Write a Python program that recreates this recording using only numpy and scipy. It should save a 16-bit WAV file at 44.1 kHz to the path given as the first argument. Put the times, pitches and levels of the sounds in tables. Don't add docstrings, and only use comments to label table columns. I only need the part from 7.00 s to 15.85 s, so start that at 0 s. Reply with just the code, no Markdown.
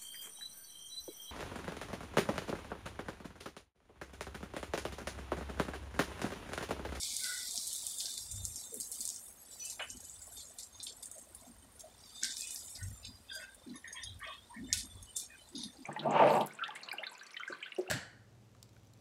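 import sys
import numpy as np
from scipy import signal
from scipy.fft import rfft, irfft, next_fast_len
from scipy.io import wavfile
from scipy.ndimage import uniform_filter1d

SR = 44100
rng = np.random.default_rng(int(sys.argv[2]) if len(sys.argv) > 2 else 0)


def log_audio(samples):
    frames = np.atleast_2d(samples).T
    limited = np.clip(frames, -1, 1)
    pcm = np.round(limited * 32767).astype(np.int16)
    wavfile.write(sys.argv[1], SR, pcm)


N = 390285

# (t/s, level/dB, level of the part below against it/dB)
FRYING_VIGOUR = [(0.0, -40.5, -0.5), (0.9, -42.5, -3.5), (1.3, -44.5, -4.5), (1.7, -44, -7),
                 (1.92, -45, -7), (2.1, -44, -3.5), (2.32, -46, -13), (2.5, -48.5, -2.5), (3.1, -46, -5),
                 (3.6, -47, -6.5), (3.87, -50.5, -1), (4.14, -47, -6.5), (4.6, -50.5, -8), (4.85, -53, 0),
                 (5.1, -48, 0.5), (5.5, -44, -3.5), (5.75, -45, -5), (5.95, -47.5, -5.5), (6.2, -51.5, -2),
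                 (7.3, -58, 5), (7.9, -50.5, -2), (8.35, -51.5, -1), (8.85, -53, 2.5)]
# (f/Hz, level per Hz/dB)
FRYING_COLOUR = [(1290, -21), (2200, -0.5), (2780, -4.5), (3120, -2.5), (3330, 3), (4720, 5.5), (6210, 2.5),
                 (8370, 8.5), (10400, 3.5), (16000, -6.5)]
# (t/s, level/dB)
FRYING_TOP = [(0, -2), (2.2, 1), (3.5, -1), (4.5, 0), (5.2, 1), (5.5, -2), (6.1, 1), (7, -6), (8.85, -15)]
# (start t/s, hold/s, low part level/dB, high part level/dB)
EGG_SURGES = [(1.0, 0.19, -49.5, -50), (1.56, 0.024, -47, -55), (1.8, 0.016, -49, -62),
              (1.915, 0.13, -50.5, -48), (2.51, 0.047, -57, -46.5), (2.59, 0.11, -51.5, -47),
              (2.69, 0.013, -48, -59), (3.365, 0.04, -45.5, -51.5), (3.585, 0.021, -42.5, -48),
              (3.795, 0.012, -45, -64.5), (3.828, 0.021, -75, -43), (3.865, .01, -42.5, -48.5),
              (4.03, 0.039, -64, -51), (4.345, 0.13, -53, -50.5), (4.79, 0.019, -51, -46),
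              (5.215, 0.018, -43.5, -64), (5.236, 0.013, -39, -61), (5.29, 0.02, -45, -51),
              (5.36, 0.033, -50, -45), (5.75, 0.0069, -43, -55), (6.03, 0.017, -46, -60),
              (6.33, 0.11, -51.5, -47.5), (6.69, 0.028, -50, -65), (7.035, 0.017, -54, -54),
              (7.25, 0.089, -52, -57), (7.73, 0.053, -42, -40.5), (8.158, 0.012, -77, -36.5),
              (8.17, 0.069, -49.5, -54.5), (8.55, 0.1, -47.5, -73)]
SURGE_RISE_S, SURGE_T60_S = 0.001, 0.24
SURGE_STUTTER_DB, SURGE_GRAIN_S = 2.5, 0.012
CRACKLE_SHARE = 0.42
SMOOTHING_PER_DB = 0.015


def frying():
    level_db, low_db = in_time(FRYING_VIGOUR)
    share = np.clip(CRACKLE_SHARE - SMOOTHING_PER_DB * (level_db - level_db.mean()), 0, 1)
    raw = np.sqrt(share) * crackle() + np.sqrt(1 - share) * rng.standard_normal(N)
    fizz = coloured(raw, FRYING_COLOUR)
    low = filtered(fizz, 3, 5500, "low")
    high = filtered(fizz, 3, 5500, "high")
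    top = filtered(high, 2, 10000, "high")
    high = high + (from_db(in_time(FRYING_TOP)[0]) - 1) * top
    surges = swells(EGG_SURGES, SURGE_RISE_S, SURGE_T60_S)
    low_surge, high_surge = surges * uneven(SURGE_STUTTER_DB, SURGE_GRAIN_S)
    high_gain = np.hypot(from_db(level_db), high_surge)
    low_gain = np.hypot(from_db(level_db + low_db), low_surge)
    return high_gain * rms_one(high) + low_gain * rms_one(low)


CRACKLES_PER_S, CRACKLE_SPREAD_DB = 3000, 4.5
CRACKLE_CYCLES = 5.5


def crackle():
    clicks = grains(CRACKLES_PER_S, CRACKLE_SPREAD_DB)
    dealt = rng.integers(0, 12, N)
    out = 0
    for k, hz in enumerate(np.geomspace(3000, 14000, 12)):
        width_hz = 2.5 * hz / CRACKLE_CYCLES
        out = out + np.sqrt(hz) * resonant(clicks * (dealt == k), [(hz, width_hz, 0)])
    return rms_one(out)


# (t/s, nominal peak level/dB, f/Hz, echo against that peak/dB)
SPIT_CLICKS = [(0.033, -21.5, 5100, -13.5), (0.1667, -16, 8300, -27), (0.237, -20.5, 8600, -31),
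               (0.2426, -20, 4860, -19), (0.2575, -23, 8150, -14), (0.381, -26, 8400, -23),
               (0.4697, -35.5, 5600, 2), (0.5102, -23, 7050, -24), (0.5579, -20, 8300, -86),
               (0.5773, -17.5, 5700, -21), (0.67, -23, 8000, -6.5), (0.73, -19.5, 8600, -13),
               (0.758, -27, 8000, -7.5), (0.8677, -16, 8470, -20.5), (0.985, -21.5, 8200, -12.5),
               (1.0005, -25, 4800, -23), (1.0055, -21.5, 4540, -12), (1.057, -22, 5140, -17),
               (1.0686, -27, 4510, -20), (1.1405, -24, 8200, -55), (1.1788, -22, 8900, -27),
               (1.178, -26.5, 4330, -16), (1.3145, -23.5, 7660, -11.5), (1.3594, -28.5, 7900, -8.5),
               (1.4524, -16, 7660, -19), (1.5592, -22, 7550, -14), (1.743, -21, 9400, -26),
               (1.8015, -19, 8800, -21), (1.809, -21, 8530, -17), (1.817, -30, 8500, -27),
               (1.917, -19.5, 9040, -16.5), (2.0067, -18.5, 8000, -13), (2.0539, -17, 8100, -23),
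               (2.077, -19, 8240, -22), (2.0904, -20.5, 7100, -26), (2.102, -24, 6900, -39),
               (2.146, -34, 6500, -36), (2.162, -24, 6500, -22), (2.2804, -35.5, 7540, -6),
               (2.485, -35, 6030, -21), (2.6996, -22.5, 6640, -10.5), (2.9028, -23, 6500, -14),
               (2.9717, -26.5, 7760, -36), (3.005, -26.5, 8100, -19), (3.041, -29, 7200, -17),
               (3.053, -30, 7140, -23), (3.0975, -27.5, 7500, -19), (3.1567, -33, 8000, -25),
               (3.2705, -27, 8900, -31.5), (3.218, -31.5, 7500, -6), (3.323, -29, 8500, -12),
               (3.4212, -48, 6130, -1), (3.5872, -22, 7940, -19), (3.6332, -24.5, 8100, -17),
               (3.7575, -35, 7300, -22), (3.8304, -23.5, 7700, -15), (3.869, -26, 3700, -30),
               (3.925, -30, 7240, -14), (4.0267, -24, 8000, -10), (4.058, -22, 8300, -26),
               (4.115, -22, 8400, -25), (4.1827, -27, 8300, -14), (4.197, -31.5, 9500, -23),
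               (4.3496, -23.5, 8680, -48), (4.7964, -27, 8650, -18.5), (5.2343, -13.5, 6900, -27),
               (5.245, -19.5, 4900, -13), (5.251, -27, 7200, -27), (5.323, -23.5, 7000, -31),
               (5.369, -22.5, 5100, -29), (5.4091, -22.5, 7300, -25), (5.42, -26, 4900, -20),
               (5.473, -24, 8000, -19), (5.5078, -22, 7950, -18), (5.5465, -22, 10400, -21),
               (5.56, -23.5, 5430, -29), (5.8295, -28, 6500, -9), (6.547, -28.5, 9400, -13.5),
               (6.8455, -38, 2200, -9), (6.9299, -27, 8700, -11), (7.035, -26, 5600, -12.5),
               (7.1932, -31.5, 9400, -8.5), (7.7285, -9.5, 6050, -16), (7.739, -29, 4900, -26),
               (7.789, -39, 8150, -36), (7.857, -29, 8140, -36), (8.0279, -24.5, 9070, -19),
               (7.956, -36, 8050, -34), (8.167, -16, 7660, -13.5), (8.199, -28, 5900, -37),
               (8.263, -32, 6500, -19), (8.4894, -28, 7600, -16), (8.5546, -28.5, 4400, -32),
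               (8.6368, -26, 4040, -21)]
SPIT_CYCLES = 4.5
SPLUTTER_S, SPLUTTER_DB = 0.0065, -11.5
ECHO_DELAY_S, ECHO_T60_S = 0.0032, 0.057
ECHO_OCTAVES = 1


def spits():
    out = np.zeros(N + SR // 2)
    t = np.arange(SR // 5) / SR
    fizz = np.r_[coloured(grains(8000, 2.5), FRYING_COLOUR), np.zeros(SR // 2)]
    echo_swell = np.clip(t / ECHO_DELAY_S, 0, 1) ** 2 * from_db(-60 * t / ECHO_T60_S)
    for s, peak_db, hz, echo_db in SPIT_CLICKS:
        at = int(s * SR)
        burst = np.sin(2 * np.pi * hz * t) * hz * t * from_db(-60 * t * hz / SPIT_CYCLES)
        burst = 1.2 * burst / np.abs(burst).max()
        ticks = 0
        for lag in rng.uniform(0.13, 1, 3):
            ticks = ticks + (1.2 - lag) * np.roll(burst, int(lag * SPLUTTER_S * SR))
        burst = burst + from_db(SPLUTTER_DB) * ticks
        edges_hz = np.clip([hz * 2 ** -ECHO_OCTAVES, hz * 2 ** ECHO_OCTAVES], 500, 18000)
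        echo = rms_one(filtered(fizz[at:at + len(t)], 1, edges_hz, "band"))
        out[at:at + len(t)] += from_db(peak_db) * (burst + from_db(echo_db) * echo_swell * echo)
    return filtered(out[:N], 2, 1800, "high")


# (start t/s, hold/s, then level/dB of five pan mode groups, lowest first)
SPATULA_STROKES = [(0.999, 0.013, -64, -60, -56.5, -74, -71), (2.478, 0.011, -80, -83, -62, -61, -62),
                   (2.585, 0.083, -81, -87, -64.5, -55.5, -76), (2.792, 0.016, -51.5, -55, -51, -48, -74),
                   (5.226, 0.012, -60, -48, -46, -82, -90), (5.39, 0.12, -90, -75, -59, -57, -77),
                   (5.765, 0.087, -59, -90.5, -57, -63.5, -73), (6.02, 0.034, -94, -105, -82, -59, -59),
                   (6.282, 0.013, -90, -100, -100, -58, -53), (6.299, 0.065, -96, -49, -62, -71, -54.5),
                   (6.383, 0.053, -56, -56, -53, -58, -64), (6.73, 0.012, -79, -77, -51, -85, -93),
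                   (6.841, 0.0031, -57, -52, -48.5, -68, -56), (6.914, 0.022, -77, -76, -55, -70, -70),
                   (6.952, 0.032, -95, -87, -46.5, -55.5, -50.5), (7.026, 0.015, -83, -76, -66, -67, -46),
                   (7.198, 0.056, -75, -53.5, -47.5, -58, -65), (7.227, 0.072, -112, -77, -57, -51, -49),
                   (7.53, 0.049, -101, -71, -55.5, -87, -90), (7.685, 0.046, -87, -85, -47, -61, -70),
                   (7.729, 0.01, -55, -66, -60, -51, -50), (8.3, 0.015, -76, -56.5, -53, -71, -75),
                   (8.607, 0.068, -85, -87, -59, -66, -78)]
# (f/Hz, width/Hz, level/dB)
PAN_MODES = [
    [(1050, 52, -11), (1480, 27, -6)],
    [(1570, 71, 0)],
    [(1839, 133, 2), (2037, 28, -4.5), (2200, 170, -4.5)],
    [(2500, 24, 0.5), (2640, 30, 0.5), (2950, 110, 2.5)],
    [(3276, 97, 0.5), (3590, 105, 0), (3880, 100, -5)],
]
SCRAPE_RISE_S, SCRAPE_T60_S = 0.003, 0.41
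SCRAPE_STUTTER_DB, SCRAPE_GRAIN_S = 3, 0.018


def scrapes():
    catches = grains(1500, 2.5)
    out = 0
    for gain, modes in zip(swells(SPATULA_STROKES, SCRAPE_RISE_S, SCRAPE_T60_S), PAN_MODES):
        rings = 0
        for mode in modes:
            ring = resonant(resonant(catches, [mode]) + 0.06 * catches, [mode])
            rings = rings + from_db(mode[2]) * uneven(SCRAPE_STUTTER_DB, SCRAPE_GRAIN_S) * ring
        out = out + gain * rms_one(rings)
    return out


# (t/s, lower band f/Hz, lower level/dB, upper level/dB)
BLADE_SLIDE = [(.17, 1667, -77, -67), (.205, 1620, -61, -59), (.25, 1517, -47, -52),
               (.33, 1480, -43.5, -51), (.37, 1507, -54, -47), (.43, 1466, -62, -56), (.5, 1436, -72, -67)]
SLIDE_RATIO, SLIDE_WIDTH_HZ = 1.33, 55.7


def slide():
    hz, lower_db, upper_db = in_time(BLADE_SLIDE)
    out = 0
    for db, ratio in ((lower_db, 1), (upper_db, SLIDE_RATIO)):
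        tone = wavering(ratio * hz, SLIDE_WIDTH_HZ, rng.standard_normal(N))
        out = out + from_db(db) * uneven(2.0, 0.013) * tone
    return out


# (start t/s, hold/s, level/dB, f/Hz)
THIN_TONES = [(2.509, 0.017, -52, 4740), (2.593, 0.03, -47, 5970), (2.6, 0.025, -57, 4330),
              (5.131, 0.23, -58, 3600), (6.02, 0.052, -53, 4940), (6.039, 0.048, -57, 3990),
              (6.1, 0.34, -59, 4830), (6.303, 0.14, -53, 1570), (6.31, 0.038, -50.5, 4830),
              (7.012, 0.016, -59, 5830), (7.638, 0.032, -57.5, 3580), (7.658, 0.069, -56.5, 2995),
              (7.694, 0.02, -52, 5320), (7.89, 0.091, -57.5, 3464), (8.064, 0.021, -59.5, 3004),
              (8.121, 0.044, -54, 3590), (8.209, 0.012, -57, 2390), (8.275, 0.017, -54.5, 2500)]
THIN_TONE_RISE_S, THIN_TONE_T60_S, THIN_TONE_WIDTH_HZ = 0.003, 0.41, 34.4


def thin_tones():
    out = np.zeros(N + SR // 2)
    t = np.arange(SR // 2) / SR
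    for s, hold_s, level_db, hz in THIN_TONES:
        shape = held(t, THIN_TONE_RISE_S, hold_s, THIN_TONE_T60_S)
        tone = wavering(hz, THIN_TONE_WIDTH_HZ, rng.standard_normal(len(t)))
        out[int(s * SR):][:len(t)] += from_db(level_db) * shape * tone
    return out[:N] * uneven(4.2, 0.026)


# (t/s, nominal peak level/dB)
SPATULA_TAPS = [(6.7564, -33), (6.877, -32), (6.9263, -31.5), (7.036, -28), (8.028, -44), (8.552, -32.5),
                (8.5785, -29), (8.633, -27.5)]
# (f/Hz, level/dB, t60/s)
SPATULA_MODES = [(3700, -6.5, 0.11), (4400, -30, 0.14), (4960, -3.5, 0.041), (5600, -12.5, 0.076),
                 (6500, -8, 0.1), (7530, -11.5, 0.048), (8470, -12, 0.26), (8700, -15.5, 0.064),
                 (9700, -6, 0.059), (10800, -13, 0.15)]
TAP_RING_DB, TAP_SPREAD_DB = -11, 4.5


def taps():
    s, peak_db = np.transpose(SPATULA_TAPS)
    out = 0
    for hz, level_db, t60 in SPATULA_MODES:
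        own_db = TAP_SPREAD_DB * rng.standard_normal(len(s))
        clicks = np.zeros(N)
        clicks[(s * SR).astype(int)] = from_db(peak_db + level_db + TAP_RING_DB + own_db)
        r, w = from_db(-60 / (t60 * SR)), 2 * np.pi * hz / SR
        out = out + signal.lfilter([0, np.sin(w)], [1, -2 * r * np.cos(w), r * r], clicks + 1e-18)
    return out


# (t/s, reference peak level/dB, noise tail against it/dB)
COUNTER_KNOCKS = [(2.795, -29.5, -7)]
KNOCK_LOW_HZ, KNOCK_HIGH_HZ, KNOCK_T60_S = 340, 3300, 0.2


def knocks():
    s, peak_db, tail_db = np.transpose(COUNTER_KNOCKS)
    noise = filtered(rng.standard_normal(N), 4, [KNOCK_LOW_HZ, KNOCK_HIGH_HZ], "band")
    return rms_one(noise) * dying(s, peak_db + tail_db, KNOCK_T60_S)


# (t/s, rms level at the crest/dB, f/Hz)
SOFT_BLIPS = [(0.526, -52.5, 700), (1.026, -56, 707), (1.112, -55, 380), (1.716, -48, 437.4),
              (2.197, -54.5, 615), (2.796, -49.5, 597), (3.54, -54.5, 683), (4.144, -51, 605.6),
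              (4.415, -50.5, 689), (4.827, -51, 649), (5.462, -56.5, 346), (6.35, -52, 621),
              (6.678, -51.5, 362.4), (6.738, -54.5, 1062), (6.935, -53, 1040), (7.21, -49, 1120),
              (7.26, -52, 619), (7.275, -47, 1118), (7.495, -50, 965), (7.674, -51.5, 623),
              (8.51, -50.5, 349.7), (8.57, -55.5, 885), (8.812, -53, 879)]
BLIP_RISE_S, BLIP_WIDTH = 0.019, 0.14


def soft_blips():
    out = np.zeros(N + SR // 4)
    t = np.arange(SR // 4) / SR
    swell = t / BLIP_RISE_S * np.exp(1 - t / BLIP_RISE_S)
    for s, peak_db, hz in SOFT_BLIPS:
        tone = wavering(hz, BLIP_WIDTH * hz, rng.standard_normal(len(t)))
        out[int(s * SR):][:len(t)] += from_db(peak_db) * swell * tone
    return out[:N]


# (start t/s, hold/s, level/dB)
STOVE_BOOMS = [(1.74, 0.054, -54), (1.93, 0.106, -51), (2.925, 0.006, -49), (4.46, 0.0071, -48.5),
               (4.625, 0.022, -48), (5.215, 0.029, -51), (6.66, 0.054, -44.5), (7.56, 0.07, -44),
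               (7.82, 0.015, -48.5), (8.54, 0.031, -44), (8.645, 0.0068, -45), (8.78, 0.0092, -47)]
BOOM_HZ, BOOM_WIDTH_HZ = 245.9, 38.1
BOOM_RISE_S, BOOM_T60_S = 0.0053, 0.35


def booms():
    tone = wavering(BOOM_HZ, BOOM_WIDTH_HZ, rng.standard_normal(N))
    return swells(STOVE_BOOMS, BOOM_RISE_S, BOOM_T60_S)[0] * uneven(1.34, 0.0086) * tone


# (start t/s, hold/s, level/dB)
OUTSIDE_SWELLS = [(0.0, 0.063, -50), (1.1, 0.11, -49), (1.3, 0.16, -47.5), (2.6, 0.2, -51.5),
                  (2.82, 0.22, -51), (3.3, 0.071, -54.5), (3.66, 0.033, -54), (4.6, 0.059, -56),
                  (5.58, 0.025, -48.5), (5.79, 0.03, -42.5), (6.02, 0.035, -46.5), (7.03, 0.12, -49),
                  (7.39, 0.052, -51), (7.57, 0.16, -49.5), (7.91, 0.037, -47), (8.49, 0.039, -64)]
# (f/Hz, width/Hz, level per pass/dB)
OUTSIDE_MODES = [(45.4, 13.5, -8.5), (94.9, 32.4, -3)]
RUMBLE_RISE_S, RUMBLE_T60_S, RUMBLE_BED_DB = 0.02, 0.96, -58.5


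def rumble():
    noise = resonant(resonant(rng.standard_normal(N), OUTSIDE_MODES), OUTSIDE_MODES)
    swell = swells(OUTSIDE_SWELLS, RUMBLE_RISE_S, RUMBLE_T60_S)[0]
    return np.hypot(swell, from_db(RUMBLE_BED_DB)) * noise


# (f/Hz, level per Hz/dB)
STEADY_COLOUR = [(15, -49), (25, 0.5), (70, 6.5), (145, -6), (249, 1.5), (309, -6), (714, -4.5),
                 (2760, -15.5), (3620, -15), (3920, -19.5), (7920, -27.5), (8500, -16), (8750, -7),
                 (9000, -15), (10100, -19), (14800, -23), (16000, -31)]
STEADY_DB = -46


def steady_noise():
    return from_db(STEADY_DB) * coloured(rng.standard_normal(N), STEADY_COLOUR)


KITCHEN_T60_S = 0.3


def kitchen(x):
    t = np.arange(SR // 2) / SR
    tail = rng.standard_normal(len(t)) * from_db(-60 * t / KITCHEN_T60_S) * (t > .004)
    return signal.fftconvolve(x, tail / np.sqrt(np.sum(tail ** 2)))[:N]


# (f/Hz, lift/dB before #
NARROW_LINES = [(3040, 7), (3610, 7.5), (4010, 4), (4870, 4), (5530, 6.5), (5950, 6.5), (6480, 9),
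                (6720, 3.5), (7200, 9), (7480, 7.5), (7960, 5.5), (8470, 3.5), (8700, 5), (9440, 7),
                (9860, 6), (10200, 3.5), (10600, 1), (11300, 7.5), (12300, 1), (12800, -13), (13500, 3)]
LINE_WIDTH_HZ, LINE_COMES_S = 42, 0.07


def coloured(x, spectrum):
    hz, db = np.transpose(spectrum)
    size = next_fast_len(N, True)
    grid = np.fft.rfftfreq(size, 1 / SR) + 1
    plain = rfft(x, size) * from_db(np.interp(np.log(grid), np.log(hz), db))
    out = irfft(plain, size)[:N]
    for k in range(7):
        lift_db = 0
        for line_hz, top_db in NARROW_LINES[k::7]:
            lift_db = lift_db + top_db / (1 + (2 * (grid - line_hz) / LINE_WIDTH_HZ) ** 2)
        lines = irfft(plain * (from_db(lift_db) - 1), size)[:N]
        out = out + uneven(3.75, LINE_COMES_S) * lines
    return rms_one(out)


def resonant(x, modes):
    out = 0
    for k, (hz, width_hz, db) in enumerate(modes):
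        r = np.exp(-np.pi * width_hz / SR)
        ring = signal.lfilter([1, 0, -1], [1, -2 * r * np.cos(2 * np.pi * hz / SR), r * r], x)
        out = out + (-1) ** k * from_db(db) * rms_one(ring)
    return rms_one(out)


def wavering(hz, width_hz, noise):
    wander = uniform_filter1d(noise, size=200) * np.sqrt(2 * np.pi * width_hz / SR)
    return np.sqrt(2) * np.sin(np.cumsum(2 * np.pi * hz / SR + wander))


def grains(per_s, spread_db):
    sizes = from_db(spread_db * np.minimum(rng.exponential(1, N), 3.5)) * rng.choice([-1, 1], N)
    return rms_one(sizes * (rng.random(N) < per_s / SR))


def held(t, rise_s, hold_s, t60):
    return np.clip(t / rise_s, 0, 1) ** 2 * from_db(-60 * np.maximum(t - rise_s - hold_s, 0) / t60)


def swells(rows, rise_s, t60):
    t = np.arange(SR) / SR
    power = np.zeros((len(rows[0]) - 2, N + SR))
    for s, hold_s, *levels_db in rows:
        shape = held(t, rise_s, hold_s, t60)
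        power[:, int(s * SR):][:, :SR] += np.outer(from_db(levels_db), shape) ** 2
    return np.sqrt(power[:, :N])


def dying(times, levels_db, t60):
    clicks = np.zeros(N)
    clicks[(np.asarray(times) * SR).astype(int)] = from_db(levels_db)
    return signal.lfilter([1], [1, -from_db(-60 / (t60 * SR))], clicks + 1e-18)


def uneven(depth_db, grain_s):
    width = max(int(grain_s * SR / 16), 1)
    slow = uniform_filter1d(rng.standard_normal(N // 16 + 2), size=width)
    slow = rms_one(uniform_filter1d(slow, size=width))
    return np.interp(np.arange(N) / 16, np.arange(len(slow)), rms_one(from_db(depth_db * slow)))


def filtered(x, order, hz, kind):
    return signal.sosfilt(signal.butter(order, hz, kind, fs=SR, output="sos"), x)


def from_db(db):
    return 10 ** (np.asarray(db) / 20)


def rms_one(x):
    return x / np.sqrt(np.mean(x ** 2) + 1e-20)


def in_time(rows):
    s, *columns = np.transpose(rows)
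    return [np.interp(np.arange(N) / SR, s, column) for column in columns]


KITCHEN_DB, CLICK_ROOM_DB = -20, -13


def scene():
    clicks = spits()
    near = scrapes() + slide() + thin_tones() + taps() + knocks()
    echo = kitchen(from_db(KITCHEN_DB) * near + from_db(CLICK_ROOM_DB) * clicks)
    background = soft_blips() + booms() + rumble() + steady_noise()
    return (frying() + clicks + near + echo + background)[None]


DEPTH_DB, MARGIN_DB = -19, 0.5
MEMORY, SETTLE = 0.94, 0.871
QUIET_SHARE = 0.19


def suppressor(x):
    bands = signal.stft(x, nperseg=512, noverlap=384)[2]
    power = np.abs(bands) ** 2
    quiet = np.quantile(uniform_filter1d(power, size=40, axis=1), QUIET_SHARE, axis=1)
    quiet = np.r_[quiet[:24], signal.medfilt(quiet, 11)[24:]]
    rise = power / (quiet * from_db(2 * MARGIN_DB))[:, None]
    gains = np.empty_like(power)
    gain, slow = np.ones(len(power)), rise[:, 0]
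    for i in range(power.shape[1]):
        fresh = np.maximum(rise[:, i] - 1, 0)
        wanted = MEMORY * gain ** 2 * slow + (1 - MEMORY) * fresh
        gain = np.maximum(wanted / (1 + wanted), from_db(DEPTH_DB))
        gains[:, i] = gain
        slow = SETTLE * slow + (1 - SETTLE) * rise[:, i]
    gains[:2] = uniform_filter1d(gains[:2], size=60, axis=1)
    return signal.istft(bands * gains, nperseg=512, noverlap=384)[1][:N]


CUTOFF_HZ = 15750


def record(dry):
    bass_cut = filtered(dry[0], 4, 38, "high")
    top_cut = signal.ellip(10, .5, 60, CUTOFF_HZ, fs=SR, output="sos")
    return signal.sosfilt(top_cut, suppressor(bass_cut))[None]


dry = scene()
out = record(dry)
log_audio(out)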